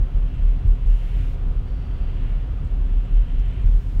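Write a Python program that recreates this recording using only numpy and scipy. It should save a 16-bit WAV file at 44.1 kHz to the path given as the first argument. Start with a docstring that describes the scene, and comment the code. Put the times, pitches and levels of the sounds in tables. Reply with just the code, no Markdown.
"""Tyres on a wet road, heard inside the moving car: they shake the body into a deep rumble and a few
cabin resonances, and uneven patches make the cabin boom and the suspension thud. The wet tyres of four
oncoming cars swish past behind the glass. Loose trim ticks; a faint whine, a thin hiss and whistles of
air at the seals come and go, and one drop taps the windscreen."""
import sys
import numpy as np
from scipy import signal
from scipy.io import wavfile
from scipy.ndimage import uniform_filter1d

SR = 44100
rng = np.random.default_rng(int(sys.argv[2]) if len(sys.argv) > 2 else 0)


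def unload_audio(sound):
    """Save the sound as a 16-bit wav file, at the path given as the first command line argument."""
    columns = np.transpose(np.atleast_2d(sound))
    # keep every value between -1 and 1, then stretch to whole-number steps
    steps = np.round(np.clip(columns, -1, 1) * 32767)
    wavfile.write(sys.argv[1], SR, steps.astype(np.int16))


N = 176400
T = np.arange(N) / SR
RUMBLE_BELOW_HZ = 100


def from_db(db):
    """Decibels to amplitude ratio."""
    return 10 ** (np.asarray(db) / 20)


def rms_one(x):
    """Normalisation to unit rms."""
    return x / np.sqrt(np.mean(x ** 2) + 1e-20)


def drift(rate_hz):
    """Low-passed noise: a slow random fluctuation with a spread of about 1."""
    step, run_in = 40, 2000
    r = np.exp(-2 * np.pi * rate_hz * step / SR)
    slow = signal.lfilter([1], [1, -2 * r, r * r], rng.standard_normal(N // step + run_in + 2))[run_in:]
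    return np.interp(np.arange(N) / step, np.arange(len(slow)), rms_one(slow))


def resonant_noise(hz, width_hz):
    """Steady-state response of two equal resonators in series to white noise; rms 1."""
    r = np.exp(-np.pi * width_hz / SR)
    section = [1 - r, 0, r - 1, 1, -2 * r * np.cos(2 * np.pi * hz / SR), r * r]
    return rms_one(signal.sosfilt([section, section], rng.standard_normal(N + SR))[SR:])


def banded_noise(spectrum, swing_db=lambda hz: 0):
    """Spectral shaping of noise in quarter-octave bands, each with its own swing in level; rms 1."""
    points_hz, points_db = np.transpose(spectrum)
    edges, out = 66 * 2 ** (np.arange(33) / 4), 0
    white = rng.standard_normal((3, N + SR // 2))
    for k, (low, high) in enumerate(zip(edges, edges[1:])):
        hz = np.sqrt(low * high)
        if high > points_hz[0] and low < points_hz[-1]:
            sos = signal.butter(3, [low, high], "band", fs=SR, output="sos")
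            band = signal.sosfilt(sos, white[k % len(white)])[-N:]
            band_db = np.interp(np.log(hz), np.log(points_hz), points_db)
            out += band * from_db(band_db + swing_db(hz))
    return rms_one(out)


def evened(ring, window_s, share=1):
    """Envelope compression levels out a share of a ring's random swells; rms 1."""
    strength = np.sqrt(uniform_filter1d(ring ** 2, int(window_s * SR)) + 1e-9)
    return rms_one(ring / strength ** share)


def spell(start, end, fade_s=.014):
    """A gate, open between two times, with linear fades."""
    return np.clip(np.minimum(T - start, end - T) / fade_s + .5, 0, 1)


def rumble_db():
    """Roughness excitation: the low rumble rises and falls as the road turns rougher and smoother."""
    # swing of the rumble: (time [s], relative level [dB])
    swing = [(0, 8.5), (.11, -8.5), (.17, -1), (.33, 4), (.6, -2), (.79, -9.5), (.88, 1.5), (1.03, -6),
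             (1.14, 1.5), (1.36, -2), (1.48, 1), (1.8, -4), (2.15, 1), (2.42, -2), (2.68, 0), (2.95, 1),
             (3.28, -3), (3.48, -0.5), (3.88, -1), (4, -0.5)]
    return np.interp(T, *np.transpose(swing))


def tyre_noise():
    """Broadband rolling noise: bass and middle range follow the road surface; the low bands flicker."""
    # road noise in the cabin: (frequency [Hz], relative spectral density [dB])
    spectrum = [(70, -4), (80, -2.5), (125, -7), (160, -17), (200, -20), (310, -28), (500, -31.5),
                (800, -37), (1300, -38.5), (2000, -45), (3100, -45.5), (4000, -54), (5200, -59),
                (8000, -66), (15000, -72)]
    # mid-range tyre roar: (time [s], relative level [dB])
    roar = [(0.049, -47), (0.14, -48.5), (0.149, -45), (.33, -50), (.66, -46.5), (.8, -49.5), (1.07, -50),
            (1.18, -48), (1.329, -47.5), (1.499, -45.5), (1.7, -48), (2.25, -45.5), (2.5, -46), (2.85, -48),
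            (3.38, -49), (3.639, -47), (3.86, -52.5), (3.952, -48.5)]
    times, levels = np.transpose(roar)
    roar_db = np.interp(T, times, levels - levels.mean())
    bass_db = .8 * rumble_db()
    roar_hz, roar_octaves = 560, 1.1

    def swing_db(hz):
        middle = np.exp(-.5 * (np.log2(hz / roar_hz) / roar_octaves) ** 2)
        bass = np.exp(-.5 * (hz / RUMBLE_BELOW_HZ) ** 2)
        flicker_db = 1.95 * drift(rate_hz=9.6) / (1 + hz / 440)
        return middle * roar_db + bass * bass_db + flicker_db

    return from_db(-33.5) * banded_noise(spectrum, swing_db)


def cabin_resonances():
    """Forced vibration: road texture drives the resonances; the lowest swell and sink with the rumble."""
    # cabin and tyre resonances: (frequency [Hz], bandwidth [Hz], base level [dB])
    modes = [(35.15, 15.7, -20), (77.1, 19, -42), (141.4, 39.6, -43.5), (259.3, 21.2, -50),
             (391.2, 64, -56), (518, 32, -62), (709.6, 61, -62.5), (946.3, 28, -69.5)]
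    out = 0
    for hz, width_hz, db in modes:
        swing_db = rumble_db() * (hz < RUMBLE_BELOW_HZ)
        ring = evened(resonant_noise(hz, width_hz), window_s=.35, share=.55)
        out += from_db(db + swing_db) * ring
    return signal.sosfilt(signal.butter(2, 17, "high", fs=SR, output="sos"), out)


def suspension_thuds():
    """Damped free vibration: sharp edges in the road strike the suspension and floor modes."""
    # impacts: (time [s], level [dB])
    impacts = [(0.142, -21), (0.648, -15.5), (.85, -26), (1.096, -26.5), (2.639, -23), (3.642, -18),
               (3.954, -22)]
    # suspension and floor modes: (frequency [Hz], gain [dB], time to fall 60 dB [s])
    modes = [(75.2, 2, 0.32), (92.3, -3, 0.2), (128.8, -18.5, 0.072)]
    out, rise_s = 0, .0054
    for time, db in impacts:
        age = np.maximum(T - time, 0)
        for hz, mode_db, t60 in modes:
            envelope = np.tanh(age / rise_s) * from_db(-60 * age / t60)
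            out += from_db(db + mode_db) * envelope * np.sin(2 * np.pi * hz * age)
    return out


def cabin_booms():
    """Cavity resonance: on each uneven patch the lowest cabin mode swells, holds and dies away."""
    # booms: (time [s], peak level [dB], frequency [Hz], rise [s], hold [s])
    booms = [(.145, -10.5, 38.3, .012, .085), (.341, -11.5, 37.6, .04, .065), (.648, -8.5, 36.4, .03, .035),
             (.845, -10.5, 37.9, .014, .082), (2.933, -13, 41.9, .026, .013),
             (3.113, -11.5, 38.4, .045, .045), (3.353, -10.5, 38.6, .037, .0075),
             (3.628, -12, 37.7, .023, .093), (3.943, -13.5, 33.4, .035, .027)]
    out, decay_s = 0, .024
    for time, db, hz, rise, hold in booms:
        age = np.maximum(T - time, 0)
        swell = np.sin(np.pi / 2 * np.minimum(age / rise, 1)) ** 2
        decay = 1 / np.cosh(np.clip((age - rise - hold) / decay_s, 0, 20))
        out -= from_db(db) * swell * decay * np.sin(2 * np.pi * hz * age)
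    return out


def passing_power(peak_time, db, approach_s, leave_s):
    """Sound power received from a moving source grows as it nears and falls as it recedes."""
    distance = (T - peak_time) / np.where(T < peak_time, approach_s, leave_s)
    return from_db(db) ** 2 / (1 + distance ** 2) ** 2


def oncoming_cars():
    """Incoherent sources add in power: each car's spray is heard ahead, then a swish at the side."""
    # cars: (time abreast [s], spray gain [dB], swish level [dB], spray approach time [s])
    cars = [(.54, -61, -62.5, .28), (1.195, -59.5, -53.5, .22), (2.3, -59.5, -57, .33),
            (3.6, -59, -56.5, .54)]
    # wet tyres through the windscreen: (frequency [Hz], relative spectral density [dB])
    spray_spectrum = [(800, -4), (1500, 0.5), (2200, 5.5), (2900, -9), (3500, -3), (4200, -9.5),
                      (5000, -30.5), (9000, -35)]
    # bands in which the spray rings through it: (frequency [Hz], bandwidth [Hz], relative level [dB])
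    spray_rings = [(2710, 370, -1.5), (3053, 340, -4)]
    # wet tyres through the side window: (frequency [Hz], relative spectral density [dB])
    swish_spectrum = [(600, -15.5), (1300, 0), (2200, 7), (3100, 3), (3800, -4), (5000, -29.5),
                      (9000, -22.5)]
    spray_power, swish_power, spray_lead_s = 0, 0, .13
    for time, spray_db, swish_db, approach_s in cars:
        spray_power += passing_power(time - spray_lead_s, spray_db, approach_s, leave_s=.17)
        swish_power += passing_power(time, swish_db, approach_s=.16, leave_s=.11)
    spray = from_db(-2) * banded_noise(spray_spectrum)
    spray += sum(from_db(db) * resonant_noise(hz, width_hz) for hz, width_hz, db in spray_rings)
    return np.sqrt(spray_power) * spray + np.sqrt(swish_power) * banded_noise(swish_spectrum)


def trim_ticks():
    """Impact excitation: loose trim gives tiny bright ticks, each a quickly damped ring."""
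    # ticks: (time [s], relative level [dB])
    ticks = [(0.35, -68), (0.4291, -67), (0.454, -66), (0.4865, -69), (0.6725, -64), (0.6925, -66),
             (0.752, -68), (0.9454, -66), (1.1799, -65), (1.2073, -65), (2.646, -64.5), (2.673, -68),
             (3.0521, -67), (3.2831, -72), (3.4562, -67), (3.4821, -64), (3.5081, -67), (3.5355, -68),
             (3.597, -68), (3.6213, -66.5), (3.6602, -66)]
    gain_db, rise_s, decay_s = 3.5, .001, .0045
    envelope = 0
    for time, db in ticks:
        age = np.maximum(T - time, 0)
        envelope += from_db(db + gain_db) * np.tanh(age / rise_s) * np.exp(-age / decay_s)
    return envelope * evened(resonant_noise(hz=7550, width_hz=1500), window_s=.002)


def whine():
    """Narrowband noise is heard as a pitch: a barely audible high whine comes and goes."""
    # spells of whine: (start [s], end [s], level [dB])
    spells = [(.6, 2.1, -87.5), (2.65, 3.3, -89)]
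    envelope = sum(from_db(db) * spell(start, end) for start, end, db in spells)
    return envelope * resonant_noise(hz=9120, width_hz=50)


def hiss():
    """Broadband treble noise has no pitch: a thin hiss comes and goes."""
    # spells of hiss: (start [s], end [s], level [dB])
    spells = [(.855, 1.355, -66), (3.65, 4.1, -67.5)]
    # colour of the hiss: (frequency [Hz], relative spectral density [dB])
    spectrum = [(3500, 1.5), (4500, 1.5), (6500, -2), (9000, -5), (12000, -7), (15000, -7)]
    envelope = sum(from_db(db) * spell(start, end) for start, end, db in spells)
    return envelope * banded_noise(spectrum)


def seal_whistles():
    """Flow-excited resonance: air at the seals gives brief rough whistles, each sagging in level."""
    # whistles: (start [s], end [s], frequency [Hz], bandwidth [Hz], initial level [dB])
    whistles = [(1.67, 2.22, 4580, 200, -70.5), (1.68, 2.05, 5480, 220, -82), (.89, .94, 2780, 200, -58)]
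    out, sag_db_per_s = 0, 5.5
    for start, end, hz, width_hz, db in whistles:
        envelope = from_db(db - sag_db_per_s * (T - start)) * spell(start, end)
        out += envelope * resonant_noise(hz, width_hz)
    return out


def windscreen_tap():
    """A brief impact has a broad spectrum: one drop ticks on the glass."""
    onset_s, decay_s = 3.395, .005
    envelope = (T >= onset_s) * np.exp(-np.abs(T - onset_s) / decay_s)
    return from_db(-59.5) * envelope * resonant_noise(hz=5400, width_hz=2400)


def scene():
    """Superposition of all sources at one point behind the windscreen."""
    road = tyre_noise() + cabin_resonances() + suspension_thuds() + cabin_booms()
    treble = oncoming_cars() + trim_ticks() + windscreen_tap() + hiss() + whine() + seal_whistles()
    return (road + treble)[None]


def record(dry):
    """Band limiting: a steep low-pass filter removes the highest treble."""
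    cutoff_hz = 15750
    return signal.sosfilt(signal.ellip(10, .1, 80, cutoff_hz, fs=SR, output="sos"), dry)


dry = scene()
out = record(dry)
unload_audio(out)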